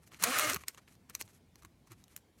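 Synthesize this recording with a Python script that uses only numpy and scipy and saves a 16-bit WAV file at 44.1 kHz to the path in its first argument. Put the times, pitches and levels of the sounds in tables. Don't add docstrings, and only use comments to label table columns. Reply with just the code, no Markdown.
import sys
import numpy as np
from scipy import signal
from scipy.io import wavfile
from scipy.ndimage import uniform_filter1d

SR = 44100
rng = np.random.default_rng(int(sys.argv[2]) if len(sys.argv) > 2 else 0)


def to_linear_factor(level_db):
    exponent = np.asarray(level_db, float) / 20
    return 10 ** exponent


def unload_wav(signal):
    wavfile.write(
        sys.argv[1],
        SR,
        np.round(np.clip(np.atleast_2d(signal).T, -1, 1) * 32767).astype(np.int16),
    )


N = 105840

# pitch_hz, level_db (relative, before each snap's tilt), t60_s
BAND_MODES = [(1102, -3, 0.013), (2050, 5, 0.0027), (2730, 5.5, 0.0023), (4125, -8, 0.0069),
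              (5954, -7, 0.0075), (6575, 3, 0.0023), (7816, -2, 0.0027), (9400, 2, 0.0032),
              (11770, 3, 0.0025), (13440, -2.5, 0.0072), (13440, -3, .003), (15400, -5.5, 0.0033)]


def unit_rms(x):
    return x / np.sqrt(np.mean(x ** 2) + 1e-20)


def spectrum_db(points, hz):
    table_hz, table_db = np.transpose(points)
    return np.interp(np.log(hz + 1), np.log(table_hz + 1), table_db)


def curve(table, column):
    rows = np.array(table)
    return np.interp(np.arange(N) / SR, rows[:, 0], rows[:, column])


def within(table, fade_s=0.0033):
    t = np.arange(N) / SR
    return np.clip(np.minimum(t - table[0][0], table[-1][0] - t) / fade_s, 0, 1)


def swell(start_s, length_s, sharp=0.3):
    u = np.clip((np.arange(N) / SR - start_s) / length_s, 0, 1)
    return np.abs(np.sin(np.pi * u)) ** sharp * (u < 1)


def coloured(x, points):
    hz = abs(np.fft.fftfreq(4096, 1 / SR))
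    log_gain = np.log(to_linear_factor(np.maximum(spectrum_db(points, hz), -100)))
    phase = -signal.hilbert(log_gain).imag
    taps = np.fft.ifft(np.exp(log_gain + 1j * phase)).real[:2048]
    return signal.oaconvolve(x, taps)[:N]


def resonate(x, hz, width_hz):
    turn = np.exp(2j * np.pi * np.cumsum(hz) / SR)
    r = np.exp(-np.pi * width_hz / SR)
    return 2 * (turn * signal.lfilter([1 - r], [1, -r], x / turn)).real


def grains(per_s, spread_db):
    draw = rng.random((N, 3))
    size = to_linear_factor(spread_db * np.minimum(-np.log(draw[:, 0] + 1e-9), 5))
    sign = np.sign(draw[:, 1] - .5)
    return unit_rms(size * sign * (draw[:, 2] < per_s / SR))


def pull():
    # time_s, level_db, ridge_clicks_db (re grit), strap_resonance_hz
    course = [(0.185, -69.5, -3, 1298), (0.241, -29.5, -11, 1343), (0.253, -35, -11, 1400),
              (0.305, -36, 1.5, 1540), (0.383, -32.5, -10.5, 1456), (0.427, -33, -7, 1780),
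              (0.467, -36, -2.5, 1423), (0.505, -32, -10.5, 1700), (0.567, -47, -9.5, 1492),
              (0.577, -63, -9.5, 1486), (0.6, -55, -5.5, 1350)]
    # time_s, ridge_rate_hz (before a slight random waver)
    speed = [(.2, 205.9), (.25, 220.1), (.283, 243.3), (.315, 266.1), (.345, 271.8), (.358, 243.8),
             (.39, 259.4), (.405, 288.5), (.425, 307.5), (.46, 306.7), (.487, 311.3), (.503, 264),
             (.524, 256.2), (.536, 378), (.56, 400.4)]
    # pitch_hz, relative_density_db (per Hz)
    scrape_tone = [(35, -57.5), (60, -19), (149, -13.5), (244, -10.5), (380, -11), (607, -0.5), (682, -5.5),
                   (991, -9.5), (1250, 0), (3500, -8.5), (6580, -10), (9570, -11), (16000, -23)]
    ridge_jitter, ridge_size_db = 0.045, 3.5
    rate_waver = .012
    grit_per_s, grit_spread_db = 14000, 2.2
    strap_width_hz, strap_db, streak_db = 790, -14, -1.5

    waver = unit_rms(uniform_filter1d(rng.standard_normal(N), 600))
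    turns = np.cumsum(curve(speed, 1) * (1 + rate_waver * waver)) / SR
    slips = turns + ridge_jitter * unit_rms(uniform_filter1d(rng.standard_normal(N), 150))
    ridges = np.diff(np.floor(np.maximum.accumulate(slips)), prepend=0)
    ridges = ridges * to_linear_factor(ridge_size_db * rng.standard_normal(N))
    clicks = unit_rms(signal.lfilter([1, 0.1, -1.8, 0.48], [1], ridges))
    drive = grains(grit_per_s, grit_spread_db) + to_linear_factor(curve(course, 2)) * clicks
    scrape = unit_rms(coloured(drive, scrape_tone))
    strap = unit_rms(resonate(scrape, curve(course, 3), strap_width_hz))
    ringing = unit_rms(streaks(scrape))
    mix = unit_rms(scrape + to_linear_factor(strap_db) * strap + to_linear_factor(streak_db) * ringing)
    return within(course) * to_linear_factor(curve(course, 1)) * mix + singing(turns)


def singing(turns):
    # start_s, length_s, multiple_of_ridge_rate, level_db (rms, before the flicker)
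    notes = [(0.268, 0.051, 1, -43), (.25, 0.087, 2, -45), (0.251, 0.066, 3, -45), (0.262, 0.045, 5, -47),
             (0.315, 0.035, 4, -46), (0.318, 0.06, 6, -40.5), (0.356, 0.05, 5, -37),
             (.352, 0.047, 3, -52.5), (0.354, .035, 8, -45), (0.367, .025, 1, -53), (0.392, 0.1, 2, -44.5),
             (0.409, 0.072, 4, -40), (0.412, 0.069, 7, -40), (0.429, 0.059, 1, -49), (0.488, 0.039, 1, -47),
             (0.527, 0.032, 1, -45)]
    flicker_db = 2.5
    out = np.zeros(N)
    wobbles = uniform_filter1d(rng.standard_normal((len(notes), N // 100 + 1)), size=4)
    for (start_s, length_s, multiple, level_db), wobble in zip(notes, wobbles):
        flicker = np.interp(np.linspace(0, 1, N), np.linspace(0, 1, len(wobble)), unit_rms(wobble))
        level = to_linear_factor(level_db + flicker_db * flicker)
        tone = np.sqrt(2) * np.sin(2 * np.pi * np.round(multiple) * turns)
        out = out + level * swell(start_s, length_s) * tone
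    return out


def streaks(x):
    flicker_db, narrow = 5.0, .6
    grips = uniform_filter1d(rng.standard_normal((len(BAND_MODES), N)), size=700)
    return sum(to_linear_factor(flicker_db * unit_rms(grip)) * resonate(x, np.full(N, hz), narrow * 2.9 / t60_s)
               for (hz, _, t60_s), grip in zip(BAND_MODES, grips))


def snaps():
    # lowest_mode_db, low_modes_db, high_modes_db
    events = [(0.075, -40.5, -37, -16, -16), (0.119, -38.5, 4, 1, -8), (0.145, -35, -18, -11.5, -25.5),
              (0.163, -47, -19, -10, -38), (0.173, -51.5, -18, -10, -13), (0.199, -37.5, -23, -22, -25.5),
              (0.213, -42, 1, -13.5, -13.5), (0.223, -38, -20, -20.5, -13), (0.226, -15, -11.5, -20.5, -13),
              (0.237, -6.5, -16, -25, -20), (0.239, -10.5, -19.5, -8, -5), (0.239, -4, -16.5, -15, -11.5),
              (0.243, -12, -14.5, -21, -17), (0.357, -34, -12, -10.5, -17), (0.383, -19, -20, -45.5, -16.5),
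              (0.387, -8, -46, -14, -14.5), (0.396, -7.5, -16, -13, -8.5), (0.499, -8.5, -31, -17, -14.5),
              (0.534, -14.5, -16.5, -33.5, -25.5), (0.545, -15.5, -24.5, -20, -15),
              (0.562, -22, -9, -11.5, -18), (0.568, -26, -7, -7.5, -17), (0.637, -33, -6, -7.5, -26),
              (0.683, -14.5, -40, -13, -13), (0.747, -34.5, -20, -17.5, -22), (0.776, -39, -11, -20, -21),
              (0.781, -38, -18, -23, -27.5), (0.879, -45, -23, -0.5, -22), (0.924, -46, -16.5, -15, -20),
              (0.953, -48.5, -11.5, -16, -19.5), (1.098, -32.5, -22, -19.5, -6.5),
              (1.151, -16, -29, -20.5, -22), (1.203, -47, -29, -10, 6.5), (1.212, -18, -19, -14, -15),
              (1.223, -28, -36, -42, -32.5), (1.278, -43, -30, -18, -35), (1.557, -37.5, -14.5, -21, -19),
              (1.623, -44.5, -13.5, -28, -22), (1.633, -45.5, -9.5, -26, -14.5),
              (1.649, -36, -12, -20.5, -22.5), (1.873, -45.5, -12.5, -18, -21),
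              (1.919, -36.5, -13, -30.5, -18), (2.04, -37.5, -21.5, -26.5, -20),
              (2.081, -48, -17.5, -16, -14), (2.164, -24, -33.5, -20.5, -10.5), (2.176, -39, -22, -18, -12)]
    trim_db, noise_db = -4, -26
    before_s, chatter_s, rise_s = .002, 0.0042, .00012
    before_dull, detune = .55, .035
    thin = signal.butter(2, 650, "high", fs=SR, output="sos")

    out, t, lead = np.zeros(N + SR), np.arange(2400) / SR, 500
    count = len(BAND_MODES)
    draws = rng.standard_normal((len(events), 2 * count + len(t)))
    since = t - lead / SR
    shape = np.exp(-np.abs(since) / np.where(since < 0, before_s, chatter_s))
    for (time_s, level_db, lowest_db, low_db, high_db), draw in zip(events, draws):
        kick = to_linear_factor(noise_db) * draw[2 * count:] * shape
        dulled = signal.lfilter([1 - before_dull], [1, -before_dull], kick)
        kick = np.where(since < 0, dulled, kick)
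        kick[lead] = 1
        tilt = [(1400, lowest_db), (1900, low_db), (3000, low_db), (4000, -12), (7500, -12.5), (9000, high_db)]
        modes = np.zeros(len(t))
        for k, (hz, mode_db, t60_s) in enumerate(BAND_MODES):
            decay = to_linear_factor(mode_db + spectrum_db(tilt, hz) - 60 * t / t60_s)
            shifted_hz = hz * (1 + detune * draw[2 * k])
            modes += decay * np.sin(2 * np.pi * shifted_hz * t) * np.sign(draw[2 * k + 1])
        modes = signal.sosfilt(thin, modes * np.minimum(t / rise_s, 1))
        ring = signal.fftconvolve(kick, modes / abs(modes).max())[:len(t)]
        at = round(time_s * SR) - lead
        out[at:at + len(t)] += to_linear_factor(level_db + trim_db) * ring
    return out[:N]


def rustle():
    # start_s, length_s, level_db (before the tilt), brightness_db (treble up, bass down); the short #
    # loud rows at 0.219 s and 0.235 s are further band snaps among the snaps there, sounded as noise bursts
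    scuffs = [(0, 0.07, -67.5, -2.5), (0.045, 0.06, -65, 2), (0.09, 0.095, -58.5, -7.5),
              (0.149, 0.048, -62, -2), (0.18, 0.052, -50, -3), (.219, 0.013, -40, -1.5),
              (0.235, .012, -29, 2.75), (0.58, 0.076, -57, -2.5), (0.651, 0.08, -54.5, -3),
              (0.702, 0.084, -67, 0), (0.758, 0.051, -59.5, -8), (0.864, 0.039, -65.5, -5.5),
              (0.784, 0.084, -74, -6), (0.849, 0.15, -69, 1.5), (0.964, .11, -82.5, -9.8),
              (1.08, 0.046, -58.5, -8.3), (1.104, 0.11, -61.5, -2.3), (1.183, 0.053, -45.5, 1.8),
              (1.222, 0.072, -72.5, 5), (1.261, 0.074, -64.5, -1.5), (1.281, 0.14, -68.5, 0.7),
              (1.561, 0.064, -67.5, 0.7), (1.609, 0.038, -66, -5.5), (1.637, 0.035, -63.5, -3),
              (1.85, 0.053, -68.5, -1.6), (1.884, 0.076, -59, -5.5), (1.934, 0.13, -70.5, -1.7),
              (2.062, 0.12, -67, -1), (2.157, 0.053, -76.5, 7.5), (2.366, 0.044, -70, 1)]
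    # pitch_hz, relative_density_db (per Hz)
    tone = [(180, -30.5), (300, -6), (801, -17), (1320, -6.5), (1580, -9.5), (2440, -9.5), (3580, -14.5),
            (4090, -11.5), (12300, -10), (16000, -38)]
    crinkles_per_s, crinkle_spread_db, ring_db = 7600, 3.0, -7.5
    grain = unit_rms(coloured(grains(crinkles_per_s, crinkle_spread_db), tone))
    grain = unit_rms(grain + to_linear_factor(ring_db) * unit_rms(streaks(grain)))
    dull = signal.sosfiltfilt(signal.butter(1, 3500, fs=SR, output="sos"), grain)
    bright = grain - dull
    return sum(swell(start_s, length_s, 3.6) * to_linear_factor(level_db) * (dull * to_linear_factor(-tilt_db) + bright * to_linear_factor(tilt_db))
               for start_s, length_s, level_db, tilt_db in scuffs)


def bumps():
    # centre_s, level_db (peak), pitch_hz (at the centre), length_s
    events = [(.145, -63, 148, .03), (.23, -45, 177, 0.046), (.48, -47, 115, 0.063), (.55, -52, 81, 0.17),
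              (.565, -39.5, 167, 0.017), (.64, -59.5, 76, 0.065), (1.1, -55, 194.5, 0.017),
              (1.215, -47.5, 332, 0.0073), (1.25, -58.5, 102.5, 0.084), (1.65, -60.5, 332, 0.028),
              (1.92, -54.5, 115, 0.07), (1.92, -54.5, 334, 0.027)]
    t = np.arange(N) / SR
    out = np.zeros(N)
    for centre_s, level_db, hz, length_s in events:
        since = t - centre_s
        tone = np.sin(2 * np.pi * hz * since * (1 - 1.5 * since))
        out += to_linear_factor(level_db) * swell(centre_s - length_s / 2, length_s, 1.5) * tone
    return out


def echo(x):
    level_db, t60_s = -24.5, 0.21
    t = np.arange(4410) / SR
    tail = rng.standard_normal(len(t)) * to_linear_factor(-60 * t / t60_s) * (t > .002)
    return to_linear_factor(level_db) * signal.oaconvolve(x, tail / np.linalg.norm(tail))[:N]


def room_tone():
    # pitch_hz, relative_density_db (per Hz)
    tone = [(12, -38.5), (20, 7), (177, 0.5), (347, -7.5), (1060, -17.5), (1290, -23.5), (1480, -22),
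            (2140, -21.5), (2320, -21.5), (2820, -25.5), (3070, -23.5), (12400, -32), (16000, -38)]
    level_db, patch_db = -64.5, 2.5
    frames, hz = N // 256 + 5, np.fft.rfftfreq(1024, 1 / SR)
    real, imag, patches = rng.standard_normal((frames, 513, 3)).T
    patches = uniform_filter1d(patches, 5, 0)
    patches = unit_rms(uniform_filter1d(patches, 8, 1))
    z = (real + 1j * imag) * to_linear_factor(spectrum_db(tone, hz)[:, None] + patch_db * patches)
    return to_linear_factor(level_db) * unit_rms(signal.istft(z, nperseg=1024, noverlap=768)[1][:N])


def scene():
    near = pull() + snaps()
    return (near + echo(near) + rustle() + bumps() + room_tone())[None]


def low_pass(x):
    return signal.sosfilt(signal.butter(12, 16860, fs=SR, output="sos"), x)


def record(dry):
    low_hz, top_hz = 52, 16500
    cut = signal.sosfilt(signal.butter(4, low_hz, "high", fs=SR, output="sos"), dry)
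    cut = signal.sosfilt(signal.butter(12, top_hz, fs=SR, output="sos"), cut)
    return low_pass(cut)


dry = scene()
out = record(dry)
unload_wav(out)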